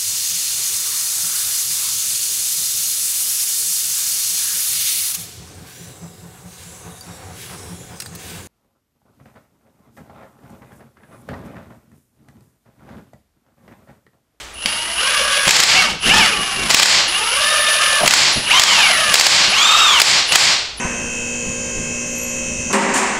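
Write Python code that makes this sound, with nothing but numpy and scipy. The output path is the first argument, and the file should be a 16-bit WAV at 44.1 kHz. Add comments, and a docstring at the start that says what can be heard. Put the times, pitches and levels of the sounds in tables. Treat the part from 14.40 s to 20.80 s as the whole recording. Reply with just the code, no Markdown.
"""The hush of a hard-walled garage and the dying ring of an earlier burst come first, then a cordless impact wrench
spins lug nuts onto a wheel in short pulls of the trigger. Its gears whine and rattle with motor speed, the speed
controller whistles near 10 kHz, and the hammer strikes a few uneven blows as each nut seats: puffs of noise through
steel resonances. Direct sound and garage reflections meet at the microphone, and the recorder's limiter ducks the
blows, so the garage's ring swells up behind each burst."""
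import sys
import numpy as np
from scipy import signal
from scipy.fft import rfft, irfft
from scipy.io import wavfile
from scipy.ndimage import uniform_filter1d

SR = 44100
rng = np.random.default_rng(int(sys.argv[2]) if len(sys.argv) > 2 else 0)


def materialize(psi):
    """Save the field psi as 16-bit PCM at rate SR to the path in sys.argv[1].

    A 1-D psi becomes a single channel; in a 2-D psi each row is a channel.
    """
    bounded = np.clip(np.atleast_2d(psi).T, -1, 1)
    quanta = np.round(bounded * 32767).astype(np.int16)
    wavfile.write(sys.argv[1], SR, quanta)


N = 282227
SECONDS = np.arange(N) / SR

# hammer blows on the anvil: (time [s], strength [dB])
BLOWS = [(1.079, -9), (1.092, -7), (1.108, 1), (1.166, -7), (1.202, -0.5), (1.236, -0.5), (2.303, -10),
         (2.309, -8), (2.345, 3.5), (2.368, -4.5), (2.398, 0.5), (2.430, 6), (2.458, 1), (3.677, 1),
         (3.709, -0.5), (3.737, 7), (4.196, 2.5), (4.219, -2), (4.236, 5.5), (4.741, 3), (4.755, 5),
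         (4.798, 4), (4.810, 10), (4.867, 9), (5.603, -5), (5.617, 9), (5.923, -14), (5.928, -15),
         (5.957, 8.5)]
# colour of anvil, socket and wheel: (frequency [Hz], relative power density [dB])
STEEL_SPECTRUM = [(88, -56.5), (150, -15), (253, -23), (339, -11), (471, -12), (583, -6.5), (643, -7),
                  (1130, -4.5), (1290, -5.5), (2100, -1), (3280, -2.5), (4480, -6.5), (7860, -8.5),
                  (15500, -29)]
# dull colour of nut, thread and shaken wheel: (frequency [Hz], relative power density [dB])
THREAD_SPECTRUM = [(50, 3), (90, 0.5), (170, 8.5), (300, 1.5), (700, -3.5), (1500, -46.5)]


def from_db(db):
    """Decibels to amplitude gain."""
    return 10 ** (np.asarray(db) / 20)


def rms_one(x):
    """The same signal at rms 1."""
    return x / np.sqrt(np.mean(x ** 2) + 1e-20)


def in_time(rows):
    """Each column of a curve, interpolated at every sample."""
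    s, *columns = np.transpose(rows)
    return [np.interp(SECONDS, s, c) for c in columns]


def at_hz(points, hz):
    """A table read on a log-frequency axis."""
    f, value = np.transpose(points)
    return np.interp(np.log(np.maximum(hz, 1)), np.log(f), value)


def drift(rate_hz):
    """Slow random wander of spread 1: noise through a two-pole low-pass, made at every 20th sample."""
    r = np.exp(-40 * np.pi * rate_hz / SR)
    noise = rng.standard_normal(N // 20 + 2002)
    slow = signal.lfilter([1], [1, -2 * r, r * r], noise)[2000:]   # drop the settling
    return np.interp(np.arange(N) / 20, np.arange(len(slow)), rms_one(slow))


def coloured(x, spectrum):
    """Causal (minimum-phase) filter with the given spectrum and unit power gain."""
    size = 4096
    gain = rms_one(from_db(at_hz(spectrum, np.arange(size // 2 + 1) * SR / size)))
    # folding the cepstrum forward in time gives minimum phase
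    cepstrum = irfft(np.log(gain))
    cepstrum[1:size // 2] *= 2
    cepstrum[size // 2 + 1:] = 0
    impulse = irfft(np.exp(rfft(cepstrum)))
    return signal.oaconvolve(x, impulse)[:N]


def noise_of(spectrum):
    """Steady noise of the given colour."""
    return coloured(rng.standard_normal(N), spectrum)


def resonate(x, modes):
    """Adds a body's resonances to the sound passing through it."""
    out = x
    for hz, width_hz, db in modes:
        r = np.exp(-np.pi * width_hz / SR)
        zeros = [(1 - r * r) / 2, 0, (r * r - 1) / 2]
        poles = [1, -2 * r * np.cos(2 * np.pi * hz / SR), r * r]
        out = out + from_db(db) * signal.lfilter(zeros, poles, x + 1e-18)
    return out


def kicks(rows):
    """One sharp push for each (time [s], strength [dB]) row."""
    out = np.full(N, 1e-18)
    for s, db in rows:
        out[int(s * SR)] += from_db(db)
    return out


def bursts(rows, decay_s):
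    """A dying puff of noise for each (time [s], strength [dB]) row."""
    envelope = signal.lfilter([1], [1, -np.exp(-1 / (decay_s * SR))], kicks(rows))
    return envelope * rng.standard_normal(N)


def steel(x):
    """Anvil, socket and wheel colour what passes through them, with their own resonances on top."""
    # resonances of socket, wheel and tyre cavity: (frequency [Hz], width [Hz], gain over surroundings [dB])
    socket_modes = [(201.6, 12, 10.5), (2550, 420, -16), (4440, 550, -4), (4760, 460, -1.5),
                    (5240, 460, -3.5), (7020, 1000, -1.5)]
    return resonate(coloured(x, STEEL_SPECTRUM), socket_modes)


def background():
    """The garage's steady hush, and the last of an earlier burst's ring, falling at a constant dB rate."""
    # the hush: (frequency [Hz], relative power density [dB])
    hush_spectrum = [(20, -7), (45, -6.5), (58, 5.5), (78, -10.5), (100, -4), (140, -17), (300, -12),
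                     (1000, -11), (4000, -18.5), (8000, -27), (15000, -50)]
    hush_db, ring_db, ring_fall_db_per_s = -39.5, -33.5, 73
    fading = from_db(ring_db - ring_fall_db_per_s * SECONDS)
    return from_db(hush_db) * noise_of(hush_spectrum) + fading * noise_of(STEEL_SPECTRUM)


def garage(x, build_s=0.0028):
    """Diffuse reflections off hard walls build up, then die away band by band; the tail has unit energy."""
    # decay of the garage's ring: (frequency [Hz], time to fall 60 dB [s])
    ring_times = [(150, 0.69), (1000, 0.57), (2500, 0.6), (4400, 0.73), (6500, 0.5), (9000, 0.44),
                  (14000, 0.23)]
    t = np.arange(int(1.1 * SR)) / SR
    edges = np.geomspace(45, 17000, 19)
    tail = np.zeros(len(t))
    for low, high in zip(edges, edges[1:]):
        sos = signal.butter(2, [low, high], "band", fs=SR, output="sos")
        band = signal.sosfilt(sos, rng.standard_normal(len(t)))
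        tail += band * from_db(-60 * t / at_hz(ring_times, np.sqrt(low * high)))
    tail *= 1 - np.exp(-t / build_s)
    return signal.fftconvolve(x, tail / np.sqrt(np.sum(tail ** 2)))[:N]


def wheel_bumps():
    """The tool bumps dully against the wheel: slow puffs of low noise."""
    # bumps: (time [s], strength [dB])
    bump_times = [(0.252, -16.5), (1.069, -11), (1.988, -13.5), (3.635, -16), (3.959, -9), (5.076, -16),
                  (5.919, -15)]
    return from_db(-10.5) * coloured(bursts(bump_times, decay_s=0.026), THREAD_SPECTRUM)


def socket_knock():
    """The socket drops onto a nut with a single dry clack of steel."""
    # clack: (time [s], strength [dB])
    knock_times = [(.259, -8.5)]
    return steel(bursts(knock_times, decay_s=0.0037))


def growl(grain_db=4.5):
    """The gears growl as a nut draws up tight: a short, coarse groan in the low mids."""
    # growl: (centre [s], length [s], level [dB])
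    growl_times = [(3.625, 0.084, -21.5)]
    # its colour: (frequency [Hz], relative power density [dB])
    growl_spectrum = [(300, -34), (520, -14), (620, 3), (760, -7), (1000, -10), (2500, -40)]
    swell = sum(from_db(db) * np.exp(-(2 * (SECONDS - s) / length) ** 2) for s, length, db in growl_times)
    return swell * from_db(grain_db * drift(80)) * noise_of(growl_spectrum)


def binds(weigh, edge_s=0.043):
    """A soft-edged plateau for each time the nut binds, as high as weigh(level in dB)."""
    # the nut grinds on its thread: (start [s], length [s], level [dB])
    bind_times = [(1.063, 0.22, -40), (1.331, 0.236, -32.5), (1.657, 0.18, -23), (1.945, 0.077, -33.5),
                  (2.15, 0.29, -31), (3.623, 0.187, -26.5), (4.095, 0.91, -40.5), (5.533, .1, -57)]
    total = 0
    for s, length, db in bind_times:
        inside_s = np.minimum(SECONDS - s, s + length - SECONDS)
        total = total + weigh(db) * np.clip(inside_s / edge_s + .5, 0, 1)
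    return total


def with_speed(rate, db, db_per_octave, working_hz=500):
    """Gain of a sound that grows steadily with every doubling of motor speed; db holds at working speed."""
    return from_db(db + db_per_octave * np.log2(rate / working_hz + 1e-9))


def nut_on_thread(rate, uneven_db=2.0):
    """A low rumble of the nut on its stud grows with speed and swells wherever the nut binds."""
    # the air in the tyre answers: (frequency [Hz], width [Hz], gain over surroundings [dB])
    tyre_modes = [(206, 18, 13)]
    rumble = from_db(uneven_db * drift(32)) * noise_of(THREAD_SPECTRUM)
    running_free = with_speed(rate, -55, db_per_octave=5) * resonate(rumble, tyre_modes)
    return binds(from_db) * rumble + running_free


def motor_motion(inertia_s=.03, full_trigger_db=-17):
    """Each pull follows its speed curve, then slows until the next; gives speed, gear and whistle levels."""
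    # one curve per pull of the trigger, press to release: (time [s], commutation rate [Hz])
    speed_curves = [
        [(.13, 0), (.28, 275), (.575, 300), (.635, 465), (.72, 507), (1.06, 502), (1.1, 419.5), (1.29, 410.5),
         (1.36, 660), (1.405, 700), (1.5, 361)],
        [(1.595, -0.5), (1.67, 550.5), (1.73, 770), (1.79, 800), (1.85, 630), (1.94, 362), (2.02, 350),
         (2.24, 335), (2.35, 275)],
        [(2.68, 280.1), (2.8, 383.9), (2.9, 417.6), (3, 509.8), (3.08, 542.3), (3.58, 534.9), (3.64, 411),
         (3.74, 377.2)],
        [(3.92, 247.5), (4.07, 268.3), (4.13, 860.3), (4.225, 1059), (4.33, 899.5), (4.45, 695), (4.55, 589.8),
         (4.72, 512), (4.79, 445.7)],
        [(5.085, 300), (5.145, 800), (5.2, 994), (5.25, 1093), (5.33, 1135), (5.435, 1159), (5.5, 1055),
         (5.56, 937), (5.61, 751)],
        [(5.86, 0.5), (5.94, 328)],
        [(6.37, -6), (6.42, 124)],
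    ]
    # the same pulls: (gear level [dB], whistle level [dB], time the trigger is fully home [s],
    # slowing after release [Hz per s]); a time home after the release changes nothing
    pull_settings = [(0, 0, 1.08, 4000), (1, -2, 2.35, 100), (0.5, 1.5, 3.72, 700), (0, 0, 6.9, 500),
                     (-5, -6, 5.12, 3600), (7, 2.5, 5.92, 4000), (4, 4, 6.45, 4000)]
    rate, gear_db, whistle_gain = np.zeros((3, N))
    for curve, (gears, whistle, home_s, slowing) in zip(speed_curves, pull_settings):
        pressed, released = curve[0][0], curve[-1][0]
        speed, = in_time(curve)
        slowed = speed - slowing * np.maximum(SECONDS - released, 0)
        rate = np.where(SECONDS >= pressed, np.maximum(slowed, 0), rate)
        gear_db[SECONDS >= pressed] = gears
        home = np.clip((SECONDS - home_s) / inertia_s, 0, 1)   # little chopping is left at full trigger
        held = (SECONDS >= pressed) * (SECONDS < released)
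        whistle_gain += from_db(whistle + full_trigger_db * home) * held
    rate = np.maximum(uniform_filter1d(rate, size=int(inertia_s * SR)), 0)
    return rate, gear_db, uniform_filter1d(whistle_gain, size=800)


def chopping(rate, idle=.13, waver_db=1.65, full_speed_hz=1160, half_speed_db=-31):
    """The controller chops the current hardest at half speed, and little at full speed."""
    duty = np.clip(rate / full_speed_hz, 0, 1)
    amount = idle + (1 - idle) * np.sin(np.pi * duty) ** 2
    return from_db(half_speed_db + waver_db * drift(13)) * amount


def switching_tones(turns, rate, switching_hz=9871, light_load_db=7.5, light_hz=400):
    """Commutation splits the switching tone into sidebands, the lower one stronger at a light trigger."""
    # sidebands: (multiple of the commutation rate, relative level [dB])
    sidebands = [(-1, -5), (0, -19), (1, 5.5), (4, -18)]
    carrier = switching_hz * SECONDS
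    light = np.clip((light_hz - rate) / 100, 0, 1)
    out = np.zeros(N)
    for k, db in sidebands:
        level_db = db + light_load_db * light * (k == -1)
        out += from_db(level_db) * np.sqrt(2) * np.sin(2 * np.pi * (carrier + k * turns + rng.random()))
    return out


def controller_whistle(turns, rate):
    """The chopped current whistles at its switching rate, with a fizz of noise reaching above it."""
    # fizz: (frequency [Hz], relative power density [dB])
    fizz_spectrum = [(7000, -40), (9500, -14), (10500, 0), (11500, 0), (12200, -8), (14300, -16),
                     (15500, -28)]
    return chopping(rate) * (switching_tones(turns, rate) + from_db(-9) * noise_of(fizz_spectrum))


def stator(rate, turns, strain, hz=2850, width_hz=300, surge_db=-9.5, steady_db=-20.5, strain_db=3,
           chirp_db=0.0, brisk_hz_per_s=3000, fade_hz=900):
    """The motor's frame rings at one pitch, most when speeding up or straining; sweeping tones make it chirp."""
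    # magnetic hum: (multiple of the commutation rate, relative level [dB])
    magnetic_tones = [(4, 13.5), (7, -20), (8.2, 6.5), (10.1, 4)]
    acceleration = uniform_filter1d(np.gradient(rate) * SR, size=1500)
    speeding = np.clip(acceleration / brisk_hz_per_s, 0, 1)
    surge = np.sqrt(speeding) * np.clip(2 - 2 * rate / fade_hz, 0, 1)
    band = signal.butter(2, [hz - width_hz / 2, hz + width_hz / 2], "band", fs=SR, output="sos")
    hum = sum(from_db(db) * np.sqrt(2) * np.sin(2 * np.pi * multiple * turns)
              for multiple, db in magnetic_tones)
    noise_ring = rms_one(signal.sosfilt(band, rng.standard_normal(N)))
    ring = noise_ring + from_db(chirp_db) * signal.sosfilt(band, hum)
    return (from_db(surge_db) * surge + from_db(steady_db + strain_db * strain)) * ring


def gear_whine(turns, rate, flutter_db=4.5, swing_db=4.5, low_hz=500, loaded_hz=540, free_hz=900):
    """Tooth-mesh tones follow the motor; gear play smears the rough ones, which swell once per socket turn."""
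    # tones: (multiple of the commutation rate, level under load [dB], level running free [dB], roughness)
    mesh_tones = [(1.13, -16, -12, 0.81), (2, -23.5, -33, 0), (2.27, -14.5, -18.5, 0.63),
                  (2.42, -35, -20, 1.15), (3, -18.5, -36, 0.17), (3.26, -13.5, -5.5, 0.14),
                  (3.5, -23.5, -18, 0.9), (4, -25.5, -17.5, 0.1), (4.541, -23.5, -19, 0.86),
                  (5, -20, -25, 0.3), (5.5, -22.5, -20, 0.3), (6.52, -34, -17, 0.3), (6.8, -16.5, -19.5, 1)]
    # gear case resonances: (frequency [Hz], width [Hz], gain over surroundings [dB])
    case_modes = [(1740, 130, -0.89), (2250, 220, 1), (2780, 460, -4.1)]
    free = np.clip((rate - loaded_hz) / (free_hz - loaded_hz), 0, 1)
    out = np.zeros(N)
    for multiple, loaded_db, free_db, rough in mesh_tones:
        radiated = 1 / np.sqrt(1 + (low_hz / (multiple * rate + 1)) ** 4)   # low tones radiate poorly
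        swell_db = swing_db * rough * np.sin(2 * np.pi * (turns / 46 + rng.random()))
        wander_db = flutter_db * (.5 + .5 * rough) * drift(40)
        level_db = loaded_db + free * (free_db - loaded_db) + swell_db + wander_db
        phase = 2 * np.pi * multiple * turns + 2 * rough * drift(30)
        out += from_db(level_db) * radiated * np.sqrt(2) * np.sin(phase)
    driven = np.clip(rate / 480, 0, 1) ** 0.59   # slow gears whine less
    return driven * resonate(out, case_modes)


def gear_rattle(turns, rate, beat=0.52, grain_db=2.5, slow_hz=560, fast_hz=1000):
    """Teeth clatter in step with the motor; at full speed the fan's duller rush takes over."""
    # slow clatter, then fast rush: (frequency [Hz], relative power density [dB])
    clatter_spectrum = [(150, -77), (250, -45), (482, -15), (593, -11.5), (945, -8.5), (1200, -3.5),
                        (1510, -1.5), (1760, -3.5), (2620, -1.5), (2850, 4), (3760, -3.5), (5040, -2.5),
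                        (9890, -15.5), (10800, -13), (15500, -48.5)]
    rush_spectrum = [(150, -64), (250, -31), (282, -24.5), (544, -18), (1200, -5), (1950, -11.5),
                     (2620, -10), (3330, -6), (3630, -7.5), (3960, -12.5), (7380, -16), (8470, -22),
                     (15500, -39)]
    teeth = (1 + beat * np.cos(2 * np.pi * turns)) * from_db(grain_db * np.clip(drift(86), -2, 2))
    fast = np.clip((rate - slow_hz) / (fast_hz - slow_hz), 0, 1)
    clatter = coloured(rms_one(teeth * rng.standard_normal(N)), clatter_spectrum)
    rush = noise_of(rush_spectrum)
    return from_db(-4.0) * np.sqrt(1 - fast) * clatter + from_db(-4.5) * np.sqrt(fast) * rush


def wrench_motor(turns, rate, gear_db):
    """Gears heard through the tool's housing, and the ringing motor frame, both louder with speed."""
    # housing resonances: (frequency [Hz], width [Hz], gain over surroundings [dB])
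    housing_modes = [(1234, 130, -5.5), (2440, 290, -20)]
    strain = binds(np.ones_like)
    gears = resonate(from_db(-2.0) * gear_whine(turns, rate) + gear_rattle(turns, rate), housing_modes)
    frame = stator(rate, turns, strain)
    return from_db(gear_db) * (with_speed(rate, -15.5, db_per_octave=9) * gears
                               + with_speed(rate, -14.5, db_per_octave=5.5) * frame)


def cam_clatter(wind_up_s=0.024, settle_s=.025, level_db=-18, grain_db=7.5, follows=0.54):
    """The hammer's cam clatters unevenly as it winds up to each blow, and settles after it."""
    swells = [from_db(follows * db) * np.exp(np.minimum((SECONDS - s) / wind_up_s, (s - SECONDS) / settle_s))
              for s, db in BLOWS]
    grain = from_db(level_db + grain_db * np.clip(drift(91), -2, 2))
    return np.max(swells, axis=0) * grain * noise_of(STEEL_SPECTRUM)


def hammer(rebound_s=.02, rebound_db=-18):
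    """Each blow is a short steel crack; the loose socket bounces back once, weakly, after it."""
    rebounds = [(s + rebound_s * rng.uniform(.5, 1.5), db + rebound_db) for s, db in BLOWS]
    return from_db(2.5) * steel(bursts(BLOWS + rebounds, decay_s=0.0049))


def scene():
    """Direct sound of motor, nut and hammer at the microphone, with the garage's reflections and hush."""
    rate, gear_db, whistle_gain = motor_motion()
    turns = np.cumsum(rate) / SR   # commutation cycles so far
    motor = wrench_motor(turns, rate, gear_db)
    whistle = whistle_gain * controller_whistle(turns, rate)
    thread = nut_on_thread(rate) + growl()
    bumps = wheel_bumps()
    knock = socket_knock()
    cracks = hammer() + cam_clatter() + knock
    # into the room: each blow rings the steel and also shakes the whole wheel
    struck_steel = from_db(23) * steel(kicks(BLOWS))
    thuds = from_db(-1.0) * coloured(kicks(BLOWS), THREAD_SPECTRUM)
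    running = from_db(-11.0) * (motor + thread + bumps)
    room = garage(running + from_db(-6) * knock + struck_steel + thuds)
    return (motor + whistle + thread + bumps + cracks + room + background())[None]


def limiter(x, threshold_db=-5.5, treble=2.385, sense_s=0.0014, attack_s=0.0034, release_db_per_s=220):
    """The gain drops just after the level passes the threshold, sooner for treble, then climbs back."""
    def smooth(v, seconds):
        """One-pole averaging."""
        r = np.exp(-1 / (seconds * SR))
        return signal.lfilter([1 - r], [1, -r], v)
    power = x ** 2 + (treble * np.diff(x, prepend=0)) ** 2
    over_db = np.maximum(10 * np.log10(smooth(power, sense_s) + 1e-12) - threshold_db, 0)
    # a running maximum on a rising ramp holds peaks that fall at the release rate
    ramp = release_db_per_s * SECONDS
    held_db = np.maximum.accumulate(over_db + ramp, axis=-1) - ramp
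    return x * from_db(-smooth(held_db, attack_s))


def record(dry):
    """The front of each blow gets past the limiter and is rounded off; the top is cut."""
    ceiling, cutoff_hz = .88, 15600
    x = limiter(dry)
    rounded = x / (1 + (x / ceiling) ** 6) ** (1 / 6)
    return signal.sosfilt(signal.ellip(10, .1, 70, cutoff_hz, fs=SR, output="sos"), rounded)


dry = scene()
out = record(dry)
materialize(out)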